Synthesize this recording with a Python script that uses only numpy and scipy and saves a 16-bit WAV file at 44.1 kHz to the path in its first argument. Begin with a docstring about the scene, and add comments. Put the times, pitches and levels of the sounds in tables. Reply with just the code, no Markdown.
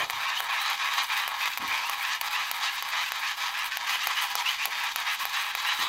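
"""A small plastic hand-crank generator, turning from the first instant, close by at about three turns a second.
About twice a turn a push loads three gear meshes: their impacts rattle the hollow case and the whine climbs.
Almost once a turn a jumping tooth gives a sharp snap, made of a resonant knock and a burst of noise.
Friction of the case in the hand is heard at the start, near 1.6 s and near the end, as short booming noise.
Short reflections follow every sound, and a faint, mostly low room noise lasts throughout."""
import sys
import numpy as np
from scipy import signal
from scipy.fft import rfft, irfft
from scipy.io import wavfile
from scipy.ndimage import uniform_filter1d, minimum_filter1d

SR = 44100
rng = np.random.default_rng(int(sys.argv[2]) if len(sys.argv) > 2 else 0)


def log_audio(samples):
    """Write samples as a 16-bit WAV file to the path given in sys.argv[1]."""
    # one column per channel
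    frames = np.atleast_2d(samples).T
    # limit to full scale, then quantise
    limited = np.clip(frames, -1, 1)
    pcm = np.round(limited * 32767).astype(np.int16)
    wavfile.write(sys.argv[1], SR, pcm)


N = 259512
TIME = np.arange(N) / SR

# Source levels and lifts are relative: later gains scale them.
# pushes of the hand, a long one and often a short one each turn; a firm bite sings more and rattles less:
# (start t/s, length t/s, level/dB, rotor speed at the start f/Hz, speed reached f/Hz, bite level/dB,
#  low shaking of the case level/dB, hard edge level/dB)
PUSHES = [(-.028, 0.049, -30, 232.4, 272.6, -4, 0.5, -7), (.173, 0.16, -32.5, 189, 234, 3.5, 2, 2.5),
          (0.338, 0.049, -35, 223, 268.2, 7, 0.5, 8.5), (0.477, 0.19, -30.5, 199, 257, -3.5, 0, 1),
          (0.661, 0.051, -27, 235.5, 277, -4.5, 3.5, -1.5),
          (0.774, 0.17, -30.5, 210.7, 251.1, -5.5, 0.5, 0), (0.952, 0.058, -28, 245.6, 273.2, 0, 4.5, 5),
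          (1.072, 0.17, -30.5, 182.9, 242.9, -5, -0.5, 1), (1.375, 0.097, -30, 184.5, 245.5, -3.5, -2, 1.5),
          (1.495, 0.04, -35, 192.1, 224.4, 4, -2.5, 5), (1.668, 0.12, -32, 170.6, 225, -0.5, 1, 0.5),
          (1.792, 0.1079, -36, 191, 241.8, 1, 6, 3.5), (1.989, 0.15, -31, 183.9, 250, -2, 0, 0.5),
          (2.296, 0.12, -31, 185.3, 264.9, -2, 0.5, 3), (2.423, 0.063, -33.5, 200, 245.7, -2, -2, 3),
          (2.592, 0.099, -30.5, 187.8, 260, -3.5, 0, 3), (2.712, 0.074, -34, 184.2, 228.3, -3.5, -1.5, 1),
          (2.901, 0.12, -29.5, 203.7, 268.4, -2, -0.5, 2.5), (3.032, 0.054, -33.5, 197, 234.7, 5.5, -9, 2),
          (3.203, 0.094, -31, 194.8, 258.5, 4, -3, 2), (3.38, 0.091, -34, 192.2, 239.5, 0, 2, 2),
          (3.517, 0.12, -32.5, 199.4, 255.9, -1.5, -3.5, -1), (3.693, 0.045, -33, 185.1, 231, 4.5, -12, -1),
          (3.846, 0.11, -29.5, 210.8, 277.8, -1.5, 0, -1), (3.977, 0.076, -32.5, 214.3, 266, 3, -1, 1),
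          (4.139, 0.089, -29, 228.7, 271.7, -1.5, -2.5, -3), (4.26, 0.052, -36, 205, 244.5, -4, -1, -2),
          (4.43, 0.082, -30.5, 205.6, 282.1, -2, -1, -0.5),
          (4.572, 0.0665, -33.5, 168.7, 261.2, 5.5, -2, 3.5),
          (4.697, 0.18, -34, 186.1, 234.5, -7, -1.5, -3.5),
          (5.042, 0.082, -29, 204.5, 263.5, -6, -3.5, -3.5), (5.172, 0.054, -34, 182.8, 234.4, 2, 4.5, 0.5),
          (5.312, 0.11, -30, 200.2, 266.2, -3, -2.5, -0.5),
          (5.44, 0.073, -34, 206.7, 249.4, -7, -1.5, -3.5),
          (5.622, 0.1, -27.5, 210.7, 259.3, -1.5, -3, -2.5), (5.752, 0.11, -31.5, 236.2, 291.7, 2, 0, 2.5)]
ATTACK_S, RELEASE_S = 0.033, 0.053  # the load on the teeth comes and goes
OVERRUN_S = .012  # the rotor gains a little longer than the hand pushes
COAST_DB = -35.5  # teeth rattling freely between pushes
# a brief lull after each push while the backlash is crossed
EASE_DB, EASE_HALF_WIDTH_S, EASE_LAG_S = 4.5, 0.02, 0.062
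# brief stalls of the hand: (t/s, dip level/dB; a negative dip is a rise)
STALLS = [(.075, 8), (.485, -1.5), (.765, -0.5), (1.07, 2), (1.562, 5), (1.598, 5.5), (2.195, 3),
          (3.355, 5.5), (3.8, 2), (4.585, 0), (4.685, 5.5), (5.175, 2.5), (5.285, 4.5), (5.6, 1)]
STALL_S = 0.018
# whine of the pinion; uneven teeth add other orders: (multiple of the rotor speed, level/dB)
WHINE_ORDERS = [(3, -11.5), (4, -6.5), (5, 1.5), (7, 0.5), (8, 0), (9, 0), (11, 2.5), (12, 1), (13, -1.5)]
# passage of the whine through the case: (f/Hz, level/dB)
WHINE_COLOUR = [(500, -10.5), (900, 0), (1200, 2), (1450, -7), (1700, 2), (2300, 0), (2700, 0), (3200, -3),
                (4000, 3), (6500, 2)]
# rough bands round the meshing rates: (multiple of the rotor speed, width f/Hz, level/dB)
GRIND_BANDS = [(7.545, 300, -2), (24.3, 1300, -5.5)]
# resonances of the case and gears: (f/Hz, width f/Hz, lift level/dB)
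CASE_MODES = [(261, 9.7, 7.5), (462, 54, 3.5), (550, 32, -1.5), (728, 9.3, 5.5), (812.1, 21, 9.5),
              (906, 41.8, 4.5), (989, 17.4, 11), (1096, 23, 5.5), (1126, 30, 8), (1312, 86, 8),
              (1680, 97, 2.5), (2473, 256, 6), (2670, 170, -11.5), (3000, 48, 1.5), (3580, 140, -4),
              (3765, 36, 7), (4170, 113, -26), (5530, 630, -6.5), (6160, 570, 3)]
# spectra of the deep case shaking, tooth rattle, single hard contacts and sliding: (f/Hz, level/dB)
DEEP_COLOUR = [(100, -27.5), (350, -27.5), (500, -18), (660, -11), (800, -1), (1000, 0), (1250, -3.5),
               (1450, -21), (1800, -27), (4000, -35.5)]
RATTLE_COLOUR = [(300, -54), (900, -28), (1450, -8.5), (1650, 2.5), (2000, 1), (2600, -3), (3300, 0),
                 (4000, -2), (5000, -6), (6300, -11.5), (7500, -15.5), (9500, -20), (16000, -35.5)]
GRIT_COLOUR = [(300, -46), (600, -23.5), (950, -1), (1450, -3), (2000, 4), (3500, -3), (5000, -4.5),
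               (7000, -14.5), (9000, -17), (12000, -20), (16000, -36)]
HISS_COLOUR = [(2000, -17.5), (6000, -27), (8000, 7), (9500, 1), (12000, 5), (14500, 2.5), (15700, 3),
               (16300, -26)]
# transmission of the highs as the fingers shift: (t/s, level near 4 kHz level/dB, treble level/dB)
HIGHS = [(0, 2, 1), (.45, 5.5, -4), (.7, 1, 0.5), (1.25, 3.5, -3), (1.7, 0.5, -0.5), (3.2, 1.5, -1),
         (4.2, -3.5, 3), (5.88, 4.5, -0.5)]
RIDGE_HZ, RIDGE_WIDTH_HZ = 3880, 320
# upward squeals of the biting pinion: (start t/s, length t/s, from f/Hz, to f/Hz, level/dB)
SQUEALS = [(.21, 0.14, 2380, 2950, -46), (.364, 0.0218, 2850, 3080, -30), (0.499, 0.034, 2300, 2650, -35),
           (0.577, 0.058, 3800, 4040, -39), (.96, 0.056, 3800, 4010, -41), (1.09, 0.043, 2200, 2539, -34.5),
           (1.214, 0.049, 2650, 3086, -41), (1.684, .06, 2130, 2650, -36.5),
           (1.817, 0.063, 2400, 2870, -38), (1.998, 0.07, 2200, 2623, -36), (2.319, 0.049, 2300, 2812, -35),
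           (4.45, 0.046, 2600, 3047, -29), (4.594, .045, 2150, 2808, -37), (5.201, 0.038, 2200, 2692, -41)]
SQUEAL_ATTACK_S, SQUEAL_RELEASE_S = .012, 0.022
# tooth jumps, their rebounds and lesser slips under load: (t/s, knock level/dB, crack level/dB,
#  knock resonance f/Hz, lift of its low thump level/dB, gears catching again level/dB)
SKIPS = [(0.099, -19.5, -24.5, 1850, -7.5, -50.5), (0.107, -30.5, -26, 1980, 3, -35.5),
         (0.3989, -32, -30, 1600, 0, -40), (0.4042, -19.5, -23, 1550, 0, -33.5),
         (.7003, -30, -29, 2200, 0, -55), (0.7067, -33, -30, 2414, -2, -55),
         (0.731, -26, -33, 3700, -11, -55), (.888, -28, -39, 2200, -2, -51),
         (1.2782, -23.5, -24, 1804, 0.5, -33.5), (1.29, -32, -38, 897.9, -2, -34.5),
         (1.4367, -34, -32, 1782, -7, -55), (1.4574, -22, -30, 1746, -9, -55),
         (1.4758, -25.5, -33, 1750, -5, -55), (1.5745, -23, -23, 1894, -4, -53),
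         (1.5816, -32, -27, 1997, -5, -31.5), (1.8964, -23.5, -22, 1116, -1, -33),
         (1.9334, -26, -36, 2399, -10, -55), (2.2122, -24.5, -18.5, 2633, -4, -33.5),
         (2.2154, -29, -28, 998, -2, -40), (2.5136, -21.5, -18.5, 4360, -5.5, -36),
         (2.8245, -25, -22.5, 1156, -4, -35), (3.1202, -22, -24.5, 1850, -2, -32.5),
         (3.771, -27.5, -20, 1755, 2, -36), (3.9566, -27, -32, 2204, -2, -55),
         (4.071, -18, -17, 1896, -2.5, -31), (4.1785, -34, -42, 2393, -7, -55),
         (4.3538, -22, -14.5, 1900, 2.5, -32), (4.655, -20.5, -13, 1857, 0.5, -42),
         (4.96, -22, -19.5, 1506, -2, -30), (5.2537, -23.5, -23, 1793, 0, -34.5),
         (5.551, -20, -23, 2103, -3, -33), (5.6741, -33, -42, 2410, -7, -68)]
# spectra of the knock and the crack: (f/Hz, level/dB)
KNOCK_COLOUR = [(60, -37), (250, -23.5), (450, -9), (750, 7), (1300, -3.5), (2200, 1.5), (4000, -3.5),
                (7000, -14), (16000, -54)]
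CRACK_COLOUR = [(300, -66), (1000, -1), (2000, -4.5), (4000, -1.5), (6000, -6), (8000, -11.5), (9500, -9.5),
                (12000, 0), (15000, -4), (16500, -18)]
THUMP_HZ, THUMP_WIDTH_HZ = 725, 700
# free mesh quietens as a tooth rides up, just ahead of its jump
SLACK_DB, SLACK_S, SLACK_LEAD_S = 7, 0.036, 0.0041
CATCH_ATTACK_S, CATCH_LENGTH_S, CATCH_RELEASE_S = 0.032, 0.041, 0.049  # the gears grab again
# the case shifting in the hand: (start t/s, length t/s, level/dB, boom f/Hz)
RUBS = [(-.015, 0.043, -46, 580), (0.133, 0.037, -62, 113), (1.594, 0.0089, -54, 210.1),
        (1.622, 0.012, -51, 280.6), (1.66, .03, -60, 69.9), (1.7, 0.039, -60.5, 479.7),
        (5.788, 0.0091, -56, 238), (5.817, .012, -54, 290)]
# spectrum of the rubbing: (f/Hz, level/dB)
RUB_COLOUR = [(30, -28), (70, -7), (120, -3), (170, -10), (270, -6.5), (550, -7.5), (900, -1.5),
              (3000, -30)]
RUB_ATTACK_S, RUB_FADE_S = 0.0024, 0.023
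BOOM_DB, BOOM_WIDTH = 10.5, 0.35  # width as a share of the boom's pitch
# spectrum of the room noise: (f/Hz, level/dB)
ROOM_COLOUR = [(20, 5.5), (70, 0), (100, -0.5), (150, -7), (215, 2.5), (330, -6), (1000, -27), (16000, -45)]
ROOM_DB = -67
TOP_HZ = 16300


def gears(pinion_count=12, deep_db=-2.0, deep_pressed_db=-5.0, deep_bite=-0.13, deep_speed=1.0,
          unsteady_db=0.43, grit_db=-6.5, grit_pressed_db=2):
    """Impact excitation: loose teeth of three meshes strike the case and slide, while the loaded pinion whines."""
    rotor_hz, rattle_db, pressed, bite_db, shake_db, edge_db = crank()
    rattle_db = rattle_db + unsteady_db * walk(40)
    speed_db = 20 * np.log10(rotor_hz / np.mean(rotor_hz))
    turns = 2 * np.pi * np.cumsum(rotor_hz) / SR
    fast = teeth(rotor_hz * pinion_count, scatter_db=3.0, slop=0.4284)
    middle = teeth(rotor_hz * 4.4, scatter_db=3.0, slop=0.2256)
    slow = teeth(rotor_hz * .8, scatter_db=3, slop=.25)
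    # the rotor runs off centre and the slow wheel jolts, so the load throbs unevenly
    eccentric = undb(0.97 * np.sin(turns) + 1.16 * walk(180))
    throb = unit(eccentric * (1 + 0.56 * jolts(rotor_hz / 5.6)))
    blows = (fast + undb(-2) * middle + undb(-6.5) * slow) * throb
    squeeze = np.clip(0.3 * speed_db + .5 * walk(14), -1, 1)

    rattle = case(blows, RATTLE_COLOUR, squeeze) * undb(-2.1 * pressed - 0.25 * bite_db)
    # quick, free teeth strike with a harder edge than slow, pressed ones
    hardness_db = edge_db + 0.21 * speed_db - 0.3 * (pressed - .5)
    hardness_db = hardness_db - 0.36 * (rattle_db - np.mean(rattle_db)) + 2.07 * walk(40)
    rattle = brighten(rattle, hardness_db)

    # teeth floating fast in their backlash shake the whole case
    deep_gain_db = deep_db + shake_db + deep_pressed_db * pressed + deep_bite * bite_db
    deep_gain_db = deep_gain_db + deep_speed * speed_db + 1.44 * walk(24.954)
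    deep = case(blows, DEEP_COLOUR, squeeze) * undb(deep_gain_db)

    singing = whine(rotor_hz, pressed) * undb(0.43 * bite_db - 4.5)
    singing = singing + mesh(rotor_hz, pressed, bite_db, edge_db, pinion_count) * throb

    # now and then a tooth lands square and clicks on its own
    clicks = teeth(rotor_hz * 1.8, scatter_db=3.5, slop=0.3006)
    grit = case(clicks, GRIT_COLOUR, squeeze) * undb(grit_db + grit_pressed_db * (pressed - 1))

    # sliding noise follows speed more than force
    hiss_db = -39 + 0.28 * rattle_db + 0.68 * speed_db
    sliding = blows + undb(-4) * slow + undb(-1.0) * noise() * throb
    hiss = unit(colour(sliding * undb(3.16 * walk(45)), HISS_COLOUR)) * undb(hiss_db)
    body = fingers(rattle + deep + singing + grit) * undb(rattle_db - 1.16)
    return body + brighten(hiss, 2.44 * walk(56), edge_hz=7900)


def crank():
    """Driven rotation: each push sets rotor speed, tooth level, flank pressure and firmness of bite."""
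    start, length, push_db, from_hz, top_hz, bite_db, shake_db, edge_db = np.transpose(PUSHES)
    # the rotor spins up through each push and runs down until the next
    corners = np.maximum.accumulate(np.c_[start, start + length + OVERRUN_S].ravel())
    rotor_hz = np.interp(TIME, corners, np.c_[from_hz, top_hz].ravel())
    rotor_hz = uniform_filter1d(rotor_hz, size=900)
    load, pressed, bite, catch, slack, ease, shake, edge = (np.zeros(N) for _ in range(8))
    for s, length_s, db, firm_db, low_db, high_db in zip(start, length, push_db, bite_db, shake_db, edge_db):
        push = swell(s, length_s, ATTACK_S, RELEASE_S)
        load = np.maximum(load, push * undb(db))
        pressed = np.maximum(pressed, push)
        bite += push * firm_db
        shake += push * low_db
        edge += push * high_db
        from_lull = (TIME - s - length_s - EASE_LAG_S) / EASE_HALF_WIDTH_S
        ease += np.maximum(1 - from_lull ** 2, 0) ** 2
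    for s, *_, catch_db in SKIPS:
        grab = swell(s, CATCH_LENGTH_S, CATCH_ATTACK_S, CATCH_RELEASE_S)
        catch = np.maximum(catch, undb(catch_db) * grab)
        slack = np.maximum(slack, bell(s - SLACK_LEAD_S, SLACK_S))
    coast = undb(COAST_DB - SLACK_DB * slack - EASE_DB * ease)
    level_db = 10 * np.log10(load ** 2 + catch ** 2 + coast ** 2)
    stall_db = sum(db * bell(s, STALL_S) for s, db in STALLS)
    return rotor_hz, level_db - stall_db, pressed, bite, shake, edge


def teeth(hz, scatter_db, slop):
    """Backlash: one impact a tooth, early or late by a share of the pitch, and of uneven size."""
    turned = np.cumsum(hz) / SR
    chance = rng.standard_normal((int(turned[-1]), 2))
    moment = np.arange(len(chance)) + slop * chance[:, 0]
    at = np.interp(moment, turned, np.arange(N) * (N - 2) / N)
    i = at.astype(int)
    size = undb(scatter_db * np.clip(chance[:, 1], -2, 2)) / np.sqrt(hz[i])
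    # each impact is shared between its two neighbouring samples
    hits = np.bincount(i, size * (1 - at + i), N) + np.bincount(i + 1, size * (at - i), N)
    return unit(hits - uniform_filter1d(hits, size=256))


def jolts(hz, size_db=4, ring_s=0.0016, slop=0.25):
    """Binding and release: the slow wheel gives short decaying bursts of uneven size and spacing."""
    turned = np.cumsum(hz) / SR
    chance = rng.standard_normal((int(turned[-1]), 2))
    moment = np.arange(len(chance)) + slop * chance[:, 0]
    at = np.interp(moment, turned, np.arange(N)).astype(int)
    kicks = np.bincount(at, undb(size_db * np.clip(chance[:, 1], -2, 2)), N)
    bursts = signal.lfilter([1], [1, -np.exp(-1 / (ring_s * SR))], kicks)
    return uniform_filter1d(bursts, size=40)


def case(x, points, squeeze, shift=0.0338):
    """Modal resonance: the case rings a little higher when squeezed and lower when let go."""
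    def ring(ratio):
        """Modal scaling: multiply every resonant frequency by one ratio."""
        return colour(x, points, [(hz * ratio, width, db) for hz, width, db in CASE_MODES])
    slack, tight = ring(1 - shift), ring(1 + shift)
    neutral = colour(x, points, CASE_MODES) * (1 - np.abs(squeeze))
    return unit(neutral + tight * np.maximum(squeeze, 0) + slack * np.maximum(-squeeze, 0))


def whine(rotor_hz, pressed, tone_db=-1, grind_db=-10):
    """Periodicity of rotation: multiples of rotor speed form thin tones, and a shuddering shaft rough bands."""
    phase = 2 * np.pi * np.cumsum(rotor_hz) / SR + 0.056 * walk(260)
    tones = np.zeros(N)
    for order, db in WHINE_ORDERS:
        tones += undb(db + 4.4 * walk(45)) * np.sin(order * phase + 0.75 * walk(150))
    grind = sum(undb(db) * rough(order * phase, width) for order, width, db in GRIND_BANDS)
    sound = undb(tone_db) * unit(colour(tones, WHINE_COLOUR)) + undb(grind_db) * unit(grind)
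    return sound * (0.223 + pressed)


def mesh(rotor_hz, pressed, bite_db, edge_db, pinion_count, mesh_db=-13, mesh_bite=1.0, width_hz=260,
         clean=0.4, upper_db=-17, upper_ratio=16.2, upper_width_hz=600):
    """Meshing rate: a rough tone follows rotor speed and bite; a higher one grows with hard-edged pushes."""
    phase = 2 * np.pi * np.cumsum(rotor_hz) / SR
    main = unit(rough(phase * pinion_count, width_hz) + clean * np.sin(phase * pinion_count))
    main = main * undb(mesh_db + mesh_bite * bite_db)
    upper = rough(phase * upper_ratio, upper_width_hz) * undb(upper_db + edge_db - .5 * bite_db)
    return pressed * (main + upper)


def fingers(x):
    """Variable transmission: the grip changes the highs slowly."""
    s, ridge_db, treble_db = np.transpose(HIGHS)
    ridge_gain = undb(np.interp(TIME, s, ridge_db))
    x = x + (ridge_gain - 1) * band(x, RIDGE_HZ, RIDGE_WIDTH_HZ)
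    return brighten(x, np.interp(TIME, s, treble_db), edge_hz=2560)


def squeals(squeal_db=-1, width_hz=260, clean=.7, waver=.011, flutter_db=1.5):
    """Frictional singing: dry flanks bite and sound a rough, wavering band that climbs with the gears' speed."""
    out = np.zeros(N)
    wobble = 1 + waver * walk(160)
    shudder = clean + walk(width_hz) + 1j * walk(width_hz)
    for s, length_s, from_hz, to_hz, db in SQUEALS:
        on = (TIME > s) & (TIME < s + length_s + SQUEAL_RELEASE_S)
        hz = (from_hz + (to_hz - from_hz) * (TIME[on] - s) / length_s) * wobble[on]
        tone = np.real(shudder[on] * np.exp(2j * np.pi * np.cumsum(hz) / SR))
        gain = swell(s, length_s, SQUEAL_ATTACK_S, SQUEAL_RELEASE_S)[on]
        out[on] += undb(db) * unit(tone) * gain
    return out * undb(squeal_db + flutter_db * walk(400))


def skips(knock_db=12, crack_db=5.0, crack_s=0.0018, rise_s=0.00015, chatter_s=0.00084, chatter=0.26,
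          ring_db=7, ring_width=0.29, size=1024):
    """Impulse response: a jumping tooth slams and chatters once; its edge cracks across the flank."""
    t = np.arange(size) / SR
    knocks, cracks = np.zeros(2 * N), np.zeros(2 * N)
    scrape = np.exp(-t / crack_s) * (1 - np.exp(-t / rise_s))
    for s, body_db, edge_db, ring_hz, thump_db, _ in SKIPS:
        i = int(s * SR)
        slam = np.zeros(size)
        rebound = int(chatter_s * rng.uniform(.7, 1.3) * SR)
        slam[[0, rebound]] = 1, chatter
        slam = slam + (undb(thump_db) - 1) * band(slam, THUMP_HZ, THUMP_WIDTH_HZ)
        slam = slam + (undb(ring_db) - 1) * band(slam, ring_hz, ring_width * ring_hz)
        knocks[i:i + size] -= undb(body_db + knock_db) * slam
        cracks[i:i + size] += undb(edge_db + crack_db) * scrape * rng.standard_normal(size)
    knock = undb(11.0) * colour(knocks[:N], KNOCK_COLOUR, CASE_MODES)
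    return knock + undb(1.0) * colour(cracks[:N], CRACK_COLOUR)


def judder(judder_db=-47, judder_s=0.037, rate_hz=170, hollow_hz=500, hollow_width_hz=260, hard_db=-18,
           steepness=3):
    """Forced resonance: the loose gear train faintly shakes the hollow case, most after the hardest jumps."""
    shake = np.zeros(N)
    for s, db, _, _, thump_db, _ in SKIPS:
        strength = undb(steepness * min(db + thump_db - hard_db, 0))
        shake += strength * swell(s, 0, CATCH_ATTACK_S / 2, 2 * judder_s)
    blows = teeth(np.full(N, rate_hz), scatter_db=5.5, slop=0.405)
    hollow = band(band(blows, hollow_hz, hollow_width_hz), hollow_hz, hollow_width_hz)
    return undb(judder_db) * shake * unit(hollow)


def grip():
    """Dry friction: skin sticks and slips on the case with a dull rustle; the cupped hand booms."""
    out = np.zeros(N)
    for s, length_s, db, boom_hz in RUBS:
        fade = np.exp(-np.clip((TIME - s - length_s) / RUB_FADE_S, 0, 20))
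        gain = np.clip((TIME - s) / RUB_ATTACK_S, 0, 1) * fade
        boom = [(boom_hz, BOOM_WIDTH * boom_hz, BOOM_DB)]
        rustle = unit(colour(noise() * undb(2.6 * walk(60)), RUB_COLOUR, boom))
        out += undb(db + 8.0) * gain * rustle
    return out


def reflections(x, wet_db=-16, t60_s=0.57, size=8192):
    """Reverberation: the table top and a small room answer with a short, decaying, dulled tail."""
    t = np.arange(size) / SR
    tail = rng.standard_normal(size) * undb(-60 * t / t60_s) * (t > .003)
    tail = signal.lfilter(*signal.butter(1, 4000, fs=SR), tail)
    return undb(wet_db) * signal.fftconvolve(x, tail / np.linalg.norm(tail))[:N]


def room_noise():
    """Stationary background: filtered noise at a constant level."""
    return undb(ROOM_DB) * unit(colour(noise(), ROOM_COLOUR))


def rough(phase, width_hz):
    """Random modulation: broadens a tone into a narrow, shuddering band."""
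    return walk(width_hz) * np.sin(phase) + walk(width_hz) * np.cos(phase)


def colour(x, points, modes=(), size=8192):
    """Minimum-phase filtering: a broad causal spectrum with resonances on top."""
    f = np.arange(size // 2 + 1) * SR / size + 1e-3
    hz, db = np.transpose(points)
    cepstrum = irfft(np.log(undb(np.interp(np.log(f), np.log(hz), db))))
    # folding the cepstrum forward makes the response causal
    cepstrum[1:size // 2] *= 2
    cepstrum[size // 2 + 1:] = 0
    response = np.exp(rfft(cepstrum))
    for centre, width, lift_db in modes:
        response *= 1 + (undb(lift_db) - 1) / (1 + 1j * (f * f - centre * centre) / (f * width))
    return signal.fftconvolve(x, irfft(response))[:N]


def brighten(x, lift_db, edge_hz=3400):
    """High-band gain: a moving treble shelf."""
    high_pass = signal.butter(3, edge_hz, "high", fs=SR, output="sos")
    return x + signal.sosfiltfilt(high_pass, x) * (undb(lift_db) - 1)


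def band(x, hz, width_hz):
    """Simple resonance: gain one at the centre."""
    return signal.lfilter(*signal.iirpeak(hz, hz / width_hz, fs=SR), x)


def swell(start_s, length_s, attack_s, release_s):
    """Linear envelope: rise, hold until the length is over, release."""
    t = TIME - start_s
    return np.clip(np.minimum(t / attack_s, 1 - (t - length_s) / release_s), 0, 1)


def bell(centre_s, width_s):
    """Gaussian envelope: a smooth bump of height one."""
    return np.exp(-np.minimum(((TIME - centre_s) / width_s) ** 2, 20))


def walk(rate_hz):
    """Random fluctuation: interpolated noise values with a spread near one."""
    return 1.2 * np.interp(TIME * rate_hz, np.arange(N), noise())


def noise():
    """White noise: equal power at all frequencies."""
    return rng.standard_normal(N)


def undb(db):
    """Logarithmic level: decibels to amplitude gain."""
    return 10 ** (np.asarray(db) / 20)


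def unit(x):
    """Normalization: scale to an rms of one."""
    return x / np.sqrt(np.mean(x ** 2))


def scene():
    """Superposition: generator, its reflections and the quiet room add."""
    generator = gears() + squeals() + skips() + judder() + grip()
    return (generator + reflections(generator) + room_noise())[None]


def record(dry, ceiling=.275):
    """Peak limiting and band limiting: a fast limiter holds the snaps down, and the top is cut."""
    gain = ceiling / np.maximum(np.abs(dry), ceiling)
    gain = minimum_filter1d(gain, size=45)  # the gain dips a millisecond round each peak
    limited = dry * uniform_filter1d(gain, size=45)
    return signal.sosfilt(signal.ellip(8, .2, 70, TOP_HZ, fs=SR, output="sos"), limited)


dry = scene()
out = record(dry)
log_audio(out)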